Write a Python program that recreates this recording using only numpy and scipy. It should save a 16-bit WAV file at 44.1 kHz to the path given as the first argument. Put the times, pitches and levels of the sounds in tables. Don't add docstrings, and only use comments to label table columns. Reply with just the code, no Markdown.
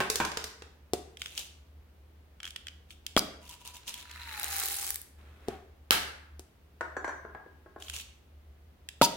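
import sys
import numpy as np
from scipy import signal
from scipy.fft import rfft, irfft, next_fast_len
from scipy.io import wavfile
from scipy.ndimage import uniform_filter1d

SR = 44100
rng = np.random.default_rng(int(sys.argv[2]) if len(sys.argv) > 2 else 0)


def put_to_file(sound):
    columns = np.atleast_2d(sound).T
    safe = np.clip(columns, -1, 1)
    whole_steps = np.round(safe * 32767)
    wavfile.write(sys.argv[1], SR, whole_steps.astype(np.int16))


N = 403956
TIME = np.arange(N) / SR
TOP_HZ = 16000
LN_60_DB = np.log(1000)


def undb(db):
    return 10 ** (np.asarray(db) / 20)


def unit(x):
    return x / np.sqrt(np.mean(x ** 2) + 1e-20)


def at(points, hz):
    f, value = np.transpose(points)
    return np.interp(np.log(hz + 1), np.log(f), value)


def body(points, tilt=0, size=2048):
    hz = np.fft.rfftfreq(size, 1 / SR)
    db = at(points, hz) + tilt * np.log2(np.maximum(hz, 300))
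    cepstrum = irfft(np.log(undb(db)))
    cepstrum[1:size // 2] *= 2
    cepstrum[size // 2 + 1:] = 0
    h = irfft(np.exp(rfft(cepstrum)))
    return h / np.linalg.norm(h)


def through(x, h):
    return signal.oaconvolve(np.atleast_2d(x), np.atleast_2d(h), axes=1)[:, :np.shape(x)[-1]]


def add(out, s, x):
    i = max(int(s * SR), 0)
    out[:, i:i + x.shape[-1]] += x[..., :N - i]


def mode(hz, t60):
    t = np.arange(SR // 2) / SR
    return np.sin(2 * np.pi * hz * t) * np.exp(-LN_60_DB * t / t60)


def swell(s, hold_s, db, rise_s, fade_s):
    start, end = np.clip(np.array([s - rise_s, s + hold_s + fade_s]) * SR, 0, N).astype(int)
    t = np.arange(start, end) / SR
    before = np.maximum(s - t, 0) / rise_s
    after = np.maximum(t - s - hold_s, 0) / fade_s
    gain = np.zeros(N)
    gain[start:end] = undb(db) * np.exp(-LN_60_DB * (before + after))
    return gain


def gestures(rows, rise_s, fade_s):
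    return sum(swell(s, length, db, rise_s, fade_s) for s, length, db in rows)


def stereo_noise(size, wide_hz):
    mid, side = rfft(rng.standard_normal((2, size)))
    hz = np.fft.rfftfreq(size, 1 / SR)
    width = hz / np.hypot(hz, wide_hz)
    return (mid + np.array([[1], [-1]]) * width * side) / np.sqrt(1 + width ** 2), hz


def contact(scatter_db, scatter_s, lead=0, size=2048):
    t = np.arange(size) / SR
    noise = irfft(stereo_noise(size, wide_hz=1800)[0])
    x = noise * np.exp(-t / scatter_s) * (1 - np.exp(-t / .0003))
    x *= undb(scatter_db) / np.linalg.norm(x, axis=1, keepdims=True)
    x[0, max(-lead, 0)] += 1
    x[1, max(lead, 0)] += 1
    return x / np.sqrt(1 + undb(scatter_db) ** 2)


def blows(rows, colour, scatter_db, scatter_s, lead=0, pan_db=0, modes=()):
    out = np.zeros((2, N))
    sides_db = np.array([[pan_db], [-pan_db]]) / 2
    for s, db, tilt in rows:
        strength = np.sqrt(.005 * SR) * undb(db + sides_db)
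        hit = through(contact(scatter_db, scatter_s, lead), body(colour, tilt))
        add(out, s, strength * hit / np.linalg.norm(hit, axis=1, keepdims=True))
        for hz, share_db, t60 in modes:
            ring = mode(hz * (1 + .025 * rng.standard_normal()), t60)
            struck_db = 3 * rng.standard_normal()
            add(out, s, strength * undb(share_db + struck_db) * ring / np.linalg.norm(ring))
    return out


def collision_kinds(colour, scatter_db, scatter_s, ring_hz, count, size):
    ring_db, ring_s, ring_octaves = -5, .004, .6
    shape, grains = body(colour), []
    for pitch, lead in zip(rng.standard_normal(count), rng.integers(-5, 10, count)):
        click = contact(scatter_db, scatter_s, lead, size=size)
        hz = min(ring_hz * 2 ** (ring_octaves * pitch), TOP_HZ)
        ring = through(click, mode(hz, ring_s)[:size])
        grains.append(through(unit(click) + undb(ring_db) * unit(ring), shape))
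    return unit(np.array(grains))


def rattle(gain, colour, rate, spread_db, scatter_db, scatter_s, ring_hz, count=40, size=1024):
    grains = collision_kinds(colour, scatter_db, scatter_s, ring_hz, count, size)
    hits = int(rate * N / SR)
    starts = ((np.arange(hits) + 2 * rng.random(hits)) * SR / rate).astype(int) % N
    strengths_db = spread_db * np.minimum(rng.standard_normal(hits), 2)
    strengths = unit(rng.choice([-1, 1], hits) * undb(strengths_db))
    kinds = rng.integers(count, size=hits)
    out = np.zeros((2, N))
    for i, strength, kind in zip(starts, strengths, kinds):
        if gain[i] > 0:
            add(out, i / SR, gain[i] * strength * grains[kind])
    return out / np.sqrt(rate * size / SR)


def stream_flow():
    start_s, sag_db_per_s = 4.535, 3.5
    since = np.maximum(TIME - start_s, 0)
    return swell(start_s, .37, db=-35.5, rise_s=.74, fade_s=.13) * undb(-sag_db_per_s * since)


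# frequency in Hz, level in dB.
CANDY_COLOUR = [(150, -56), (370, -3), (600, -13), (1200, -6), (3500, -1.5), (5500, -2.5), (11000, 5),
                (16000, 1)]


def stream(flow):
    return rattle(flow, CANDY_COLOUR, rate=950, spread_db=5.5, scatter_db=2, scatter_s=.0009, ring_hz=7000)


# start in seconds, level in dB, brightness in dB per octave above 300 Hz.
DROPS = [(4.33, -44, -1), (4.397, -31, 2.5), (4.4315, -29, 1.5), (4.4435, -29, -1), (4.565, -27.5, 3),
         (4.584, -31, 2), (4.599, -28, 1), (4.636, -30, -1), (4.658, -29, 1.5), (4.665, -33, 0.5),
         (4.685, -31, 3), (4.769, -35, 2), (4.905, -25.5, 1.5), (4.944, -33, 3), (4.958, -30, 2),
         (5.016, -37.5, 7)]


def drops():
    return blows(DROPS, CANDY_COLOUR, scatter_db=6, scatter_s=.0009, lead=2)


def skid_gain():
    return swell(4.376, .25, db=-41, rise_s=1.48, fade_s=.7)


# frequency in Hz, level in dB.
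SKID_COLOUR = [(600, -23), (1300, 1), (2000, 1.5), (3550, -5), (4000, 7.5), (4450, -4.5), (12000, -12.5)]


def skid(gain):
    return rattle(gain, SKID_COLOUR, rate=650, spread_db=6, scatter_db=2, scatter_s=.002, ring_hz=3500)


JOLT_RISE_S, JOLT_SETTLE_S = .05, .05
# start in seconds, length in seconds, level in dB.
JOLTS = [(1.2, 0.27, -52), (1.38, 0.025, -41), (2.45, 0.037, -52), (2.908, .016, -52.5),
         (3.42, 0.058, -57.5), (3.495, 0.052, -50), (3.61, 0.0059, -51.5), (3.652, 0.053, -50),
         (3.742, 0.032, -48.5), (3.878, 0.024, -40), (3.94, 0.086, -49), (7.805, 0.15, -52),
         (7.94, 0.076, -44.5)]


def jolt_gain():
    return gestures(JOLTS, JOLT_RISE_S, JOLT_SETTLE_S)


# frequency in Hz, level in dB.
IN_TUBE = [(500, -14), (2000, -13.5), (2800, -0.5), (4200, -6), (6000, -4), (10000, -7), (16000, -11.5)]


def tube_rattle(gain):
    return rattle(gain, IN_TUBE, rate=900, spread_db=5, scatter_db=3, scatter_s=.0012, ring_hz=5000)


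def column_pitch(put_down_s):
    full_hz, empty_hz, half_empty_s, emptying_s = 978, 799, 4.315, .0424
    put_down_hz, sag_hz_per_s = 785, 870
    emptied = 1 / (1 + np.exp((half_empty_s - TIME) / emptying_s))
    pouring = full_hz + (empty_hz - full_hz) * emptied
    set_down = put_down_hz - sag_hz_per_s * (TIME - put_down_s)
    return np.where(TIME < put_down_s - JOLT_RISE_S, pouring, set_down)


def air_column(jolts, skids, flow, width_hz):
    open_s, put_down_s, turns_away_s = 3.2, 5.525, 3.82
    stirred_by_jolts = jolts * undb(-8.5 - 11.5 * (TIME > turns_away_s))
    stirred_by_pour = np.hypot(skids * undb(-10.5), flow * undb(-21))
    drive = (stirred_by_jolts + stirred_by_pour) * (TIME > open_s) * (TIME < put_down_s)
    keep = np.exp(-1 / (.0069 * SR))
    stirred = np.sqrt(signal.lfilter([1 - keep], [1, -keep], drive ** 2))
    gain = stirred + swell(put_down_s, 0, db=-47, rise_s=JOLT_RISE_S, fade_s=.34)
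    noise = rng.standard_normal(N) + 1j * rng.standard_normal(N)
    stir = signal.lfilter([1], [1, -np.exp(-np.pi * width_hz / SR)], noise)
    stir = stir / np.sqrt(uniform_filter1d(abs(stir) ** 2, size=SR // 14))
    tone = np.real(stir * np.exp(2j * np.pi * np.cumsum(column_pitch(put_down_s)) / SR))
    return unit(tone) * gain * undb(np.array([[1.5], [-1.5]]))


# start in seconds, level in dB, brightness in dB per octave above 300 Hz.
POPS = [(3.1655, -16, 0), (3.1753, -24.5, 4), (9.0143, -13.5, -2.5), (9.0195, -16.5, 3.5)]
# frequency in Hz, level in dB.
POP_BODY = [(35, -36), (130, 6.5), (280, 3), (550, 4.5), (780, 0.5), (1300, -12), (2200, -10), (3300, -6.5),
            (6000, -16.5), (16000, -29)]


def pops():
    return blows(POPS, POP_BODY, scatter_db=-2, scatter_s=.0034, lead=4)


# start in seconds, frequency in Hz, starting level in dB, time in seconds to fall 60 dB.
RINGS = [(3.1711, 149, -20, 0.022), (3.167, 3280, -11, 0.012), (3.175, 1226, -7.5, 0.0089),
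         (9.0172, 268, -22, 0.087), (9.023, 937.5, -12, 0.097), (9.015, 1280, -9.5, 0.019)]


def rings():
    out = np.zeros((2, N))
    for s, hz, db, t60 in RINGS:
        add(out, s, undb(db) * mode(hz, t60))
    return out


# start in seconds, length in seconds, level in dB, squeak frequency in Hz.
SQUEAKS = [(3.177, 0.014, -27.5, 4880), (3.191, 0.0047, -22.5, 4860), (9.02, 0.05, -27.5, 4736),
           (9.024, 0.021, -27.5, 3560), (9.036, 0.019, -27, 5940)]


def squeaks(width_hz, grit_db, catch_db):
    out = np.zeros((2, N))
    for s, length, db, hz in SQUEAKS:
        slips = rng.standard_normal((4, SR // 10))[:, :int(length * SR)]
        wander = np.sqrt(2 * np.pi * width_hz / SR) * slips[2]
        phase = np.cumsum(2 * np.pi * hz / SR + wander)
        squeal = unit(np.array([np.sin(phase), np.cos(phase)]))
        grit = through(slips[:2], body(IN_TUBE, tilt=1.5))
        catch = unit(undb(catch_db * unit(uniform_filter1d(slips[3], size=80))))
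        fades = signal.windows.tukey(slips.shape[1])
        add(out, s, undb(db) * (squeal + undb(grit_db) * grit) * catch * fades)
    return out


# start in seconds, level in dB, brightness in dB per octave above 300 Hz.
SNAPS = [(1.171, -44.5, 0.5), (1.218, -32, -1), (1.259, -35.5, -0.5), (1.377, -30.5, 4.5),
         (2.4025, -43.5, -3.5), (2.431, -39.5, -1.5), (2.443, -39, -7), (2.453, -37.5, 0.5),
         (2.466, -43, -2.5), (2.476, -40.5, -1), (2.506, -43.5, 3), (2.561, -34.5, -0.5), (2.669, -39, -1),
         (2.683, -38.5, -0.5), (2.906, -46.5, -1), (3.065, -32, 4), (3.493, -43.5, 10), (3.657, -46, 7),
         (3.675, -39, 9), (3.879, -40, 9), (3.89, -40, 11), (3.941, -37.5, 6.5), (4.113, -43.5, 4),
         (7.823, -41.5, 2), (7.883, -43, 0), (7.898, -34, 3), (7.964, -35.5, 5), (7.999, -41, 1),
         (8.888, -36, 1.5)]
# frequency in Hz, level in dB.
TUBE_WALL = [(200, -38), (750, -31), (1400, -9), (2700, -4), (3280, 5.5), (3800, -7.5), (6000, -9.5),
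             (9000, -14), (16000, -27.5)]
# frequency in Hz, share of the energy in dB, time in seconds to fall 60 dB.
WALL_MODES = [(2650, -18, .012), (3290, -15, .018)]


def snaps():
    return blows(SNAPS, TUBE_WALL, scatter_db=8, scatter_s=.0022, lead=3, modes=WALL_MODES)


# start in seconds, length in seconds, level in dB.
RUBS = [(5.19, 0.3, -62), (5.49, 0.044, -51.5)]
# frequency in Hz, level in dB.
RUB_COLOUR = [(400, 2), (1000, -4.5), (1550, -2), (2400, -9.5), (15000, -21.5)]


def rubs():
    gain = gestures(RUBS, rise_s=.1, fade_s=.22)
    return rattle(gain, RUB_COLOUR, rate=2900, spread_db=7, scatter_db=6.5, scatter_s=.0035, ring_hz=3000)


# start in seconds, level in dB, brightness in dB per octave above 300 Hz.
TAPS = [(.1, -22, 6), (.157, -24, 4.5), (.25, -29.5, 1.5), (.317, -35, -1), (.372, -28, 0.5),
        (.441, -32, 3.5), (.621, -43, -2.5)]
# frequency in Hz, level in dB.
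TAP_BODY = [(150, -17.5), (500, -0.5), (2400, -4.5), (5000, -3.5), (6500, -7), (16000, -24.5)]
# frequency in Hz, share of the energy in dB, time in seconds to fall 60 dB.
TAP_MODES = [(445, -12, 0.055)]


def taps():
    return blows(TAPS, TAP_BODY, scatter_db=7, scatter_s=.0039, lead=-9, modes=TAP_MODES)


# start in seconds, level in dB, brightness in dB per octave above 300 Hz.
KNOCKS = [(6.809, -27, 1.5), (6.967, -29.5, 0), (7.045, -29, 1.5), (7.079, -31.5, 1), (7.093, -35.5, 2),
          (7.25, -37.5, -4), (7.349, -38, -3), (7.462, -46.5, -7.5), (7.661, -48, -6.5), (7.762, -39.5, -4)]
# frequency in Hz, level in dB.
KNOCK_BODY = [(80, -27.5), (360, 2), (700, -0.5), (1050, -1), (1650, 2.5), (2100, -11), (2700, -25.5),
              (8000, -34.5), (14000, -50)]
# frequency in Hz, share of the energy in dB, time in seconds to fall 60 dB.
KNOCK_MODES = [(369, -13, 0.15), (1049, -10, .13), (1630, -12.5, .14)]


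def knocks():
    return blows(KNOCKS, KNOCK_BODY, scatter_db=7, scatter_s=.0052, lead=3, pan_db=1, modes=KNOCK_MODES)


# start in seconds, level in dB, brightness in dB per octave above 300 Hz.
BUMPS = [(.004, -20.5, 1), (.202, -21.5, 0)]
# frequency in Hz, level in dB.
BUMP_BODY = [(80, -17), (170, -1), (270, -7), (700, -0.5), (1500, -3), (2800, -10.5), (7000, -24),
             (16000, -33.5)]


def bumps():
    return blows(BUMPS, BUMP_BODY, scatter_db=4.5, scatter_s=.014, modes=KNOCK_MODES)


# start in seconds, level in dB, brightness in dB per octave above 300 Hz.
CLACKS = [(5.908, -11, 0.027), (5.9103, -24.5, 0.77)]
# frequency in Hz, level in dB.
CLACK_BODY = [(80, -19), (250, -9), (700, -6), (1100, -13.5), (1550, -7), (2000, -14), (2800, -3.5),
              (7000, -20.5), (11000, -15), (16000, -18)]


def clacks():
    return blows(CLACKS, CLACK_BODY, scatter_db=-4.5, scatter_s=.0008, lead=17)


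# start in seconds, level in dB, brightness in dB per octave above 300 Hz.
CHATTER = [(5.918, -19.5, 5)]


def chatter():
    return blows(CHATTER, BUMP_BODY, scatter_db=11.5, scatter_s=.022)


# start in seconds, level in dB, brightness in dB per octave above 300 Hz.
THUMPS = [(.935, -21, 0.06), (5.4845, -26, -2), (6.395, -42.5, 2.5)]
# frequency in Hz, level in dB.
THUMP_BODY = [(70, -14.5), (190, -12.5), (380, 3), (560, -10.5), (740, -10), (1000, -20), (1700, -25.5),
              (3500, -21.5), (9000, -24), (16000, -34)]
# frequency in Hz, share of the energy in dB, time in seconds to fall 60 dB.
THUMP_MODES = [(385, -11, .1), (720, -15, .1)]


def thumps():
    return blows(THUMPS, THUMP_BODY, scatter_db=-5.5, scatter_s=.008, lead=10, pan_db=2.5, modes=THUMP_MODES)


# start in seconds, level in dB.
CHINKS = [(6.967, -56), (7.048, -59), (7.078, -54)]
# frequency in Hz, added level in dB, time in seconds to fall 60 dB.
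GLASS_MODES = [(4350, -7, 0.2), (6000, 2, 0.17), (7050, 0, 0.12), (7780, -4, 0.11)]


def chinks():
    out = np.zeros((2, N))
    ring = sum(undb(db) * mode(hz, t60) for hz, db, t60 in GLASS_MODES)
    for s, db in CHINKS:
        add(out, s, undb(db) * ring)
    return out


# frequency in Hz, time in seconds to fall 60 dB.
ROOM_T60 = [(100, 0.53), (1500, 0.68), (3000, 0.52), (6000, 0.47), (14000, 0.3)]


def room(x, build_s, wide_hz):
    noise, hz = stereo_noise(SR, wide_hz)
    t, tail = np.arange(SR) / SR, 0
    for share, (_, t60) in zip(np.eye(len(ROOM_T60)), ROOM_T60):
        band = np.interp(hz, np.array(ROOM_T60)[:, 0], share)
        tail = tail + irfft(noise * band) * np.exp(-LN_60_DB * t / t60)
    tail *= 1 - np.exp(-(t / build_s) ** 2)
    return through(x, tail / np.linalg.norm(tail, axis=1, keepdims=True))


# frequency in Hz, level in dB.
AIR = [(25, -23.5), (70, 4.5), (105, -11.5), (400, -17), (1000, -24.5), (3000, -30.5), (8000, -42.5),
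       (16000, -37.5)]
# start in seconds, length in seconds, level in dB.
HUM_SWELLS = [(5.18, 1.26, -59.5), (7.9, 0.078, -49)]


def background(waver):
    air_db, hum_hz, hum_db = -59.5, 74.4, -58.5
    noise, hz = stereo_noise(next_fast_len(N, True), 610)
    air = unit(irfft(noise * undb(at(AIR, hz)))[:, :N])
    drift = np.interp(TIME, np.arange(100) / 10, rng.standard_normal(100))
    hum = unit((1 + waver * drift[::-1]) * np.sin(2 * np.pi * hum_hz * TIME + waver * drift))
    hum_gain = undb(hum_db) + gestures(HUM_SWELLS, rise_s=.088, fade_s=.088)
    return undb(air_db) * air + hum * hum_gain


def scene():
    flow, skids, jolts = stream_flow(), skid_gain(), jolt_gain()
    sources = [
        (stream(flow), -7),
        (drops(), -9),
        (skid(skids), -10),
        (tube_rattle(jolts), -7),
        (air_column(jolts, skids, flow, width_hz=14), -14),
        (pops(), -9.5),
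        (rings(), -15),
        (squeaks(width_hz=400, grit_db=-2, catch_db=4), -14),
        (snaps(), -11),
        (rubs(), -6),
        (taps(), -4),
        (knocks(), -3),
        (bumps(), -3),
        (clacks(), -6),
        (chatter(), -2),
        (thumps(), -11),
        (chinks(), -4)]
    direct = sum(x for x, _ in sources)
    sent = sum(x * undb(wet_db) for x, wet_db in sources)
    return direct + room(sent, build_s=.0052, wide_hz=900) + background(waver=.67)


def record(dry):
    clipped = np.clip(dry, -1, 1)
    return signal.sosfilt(signal.ellip(8, .2, 70, TOP_HZ, fs=SR, output="sos"), clipped)


dry = scene()
out = record(dry)
put_to_file(out)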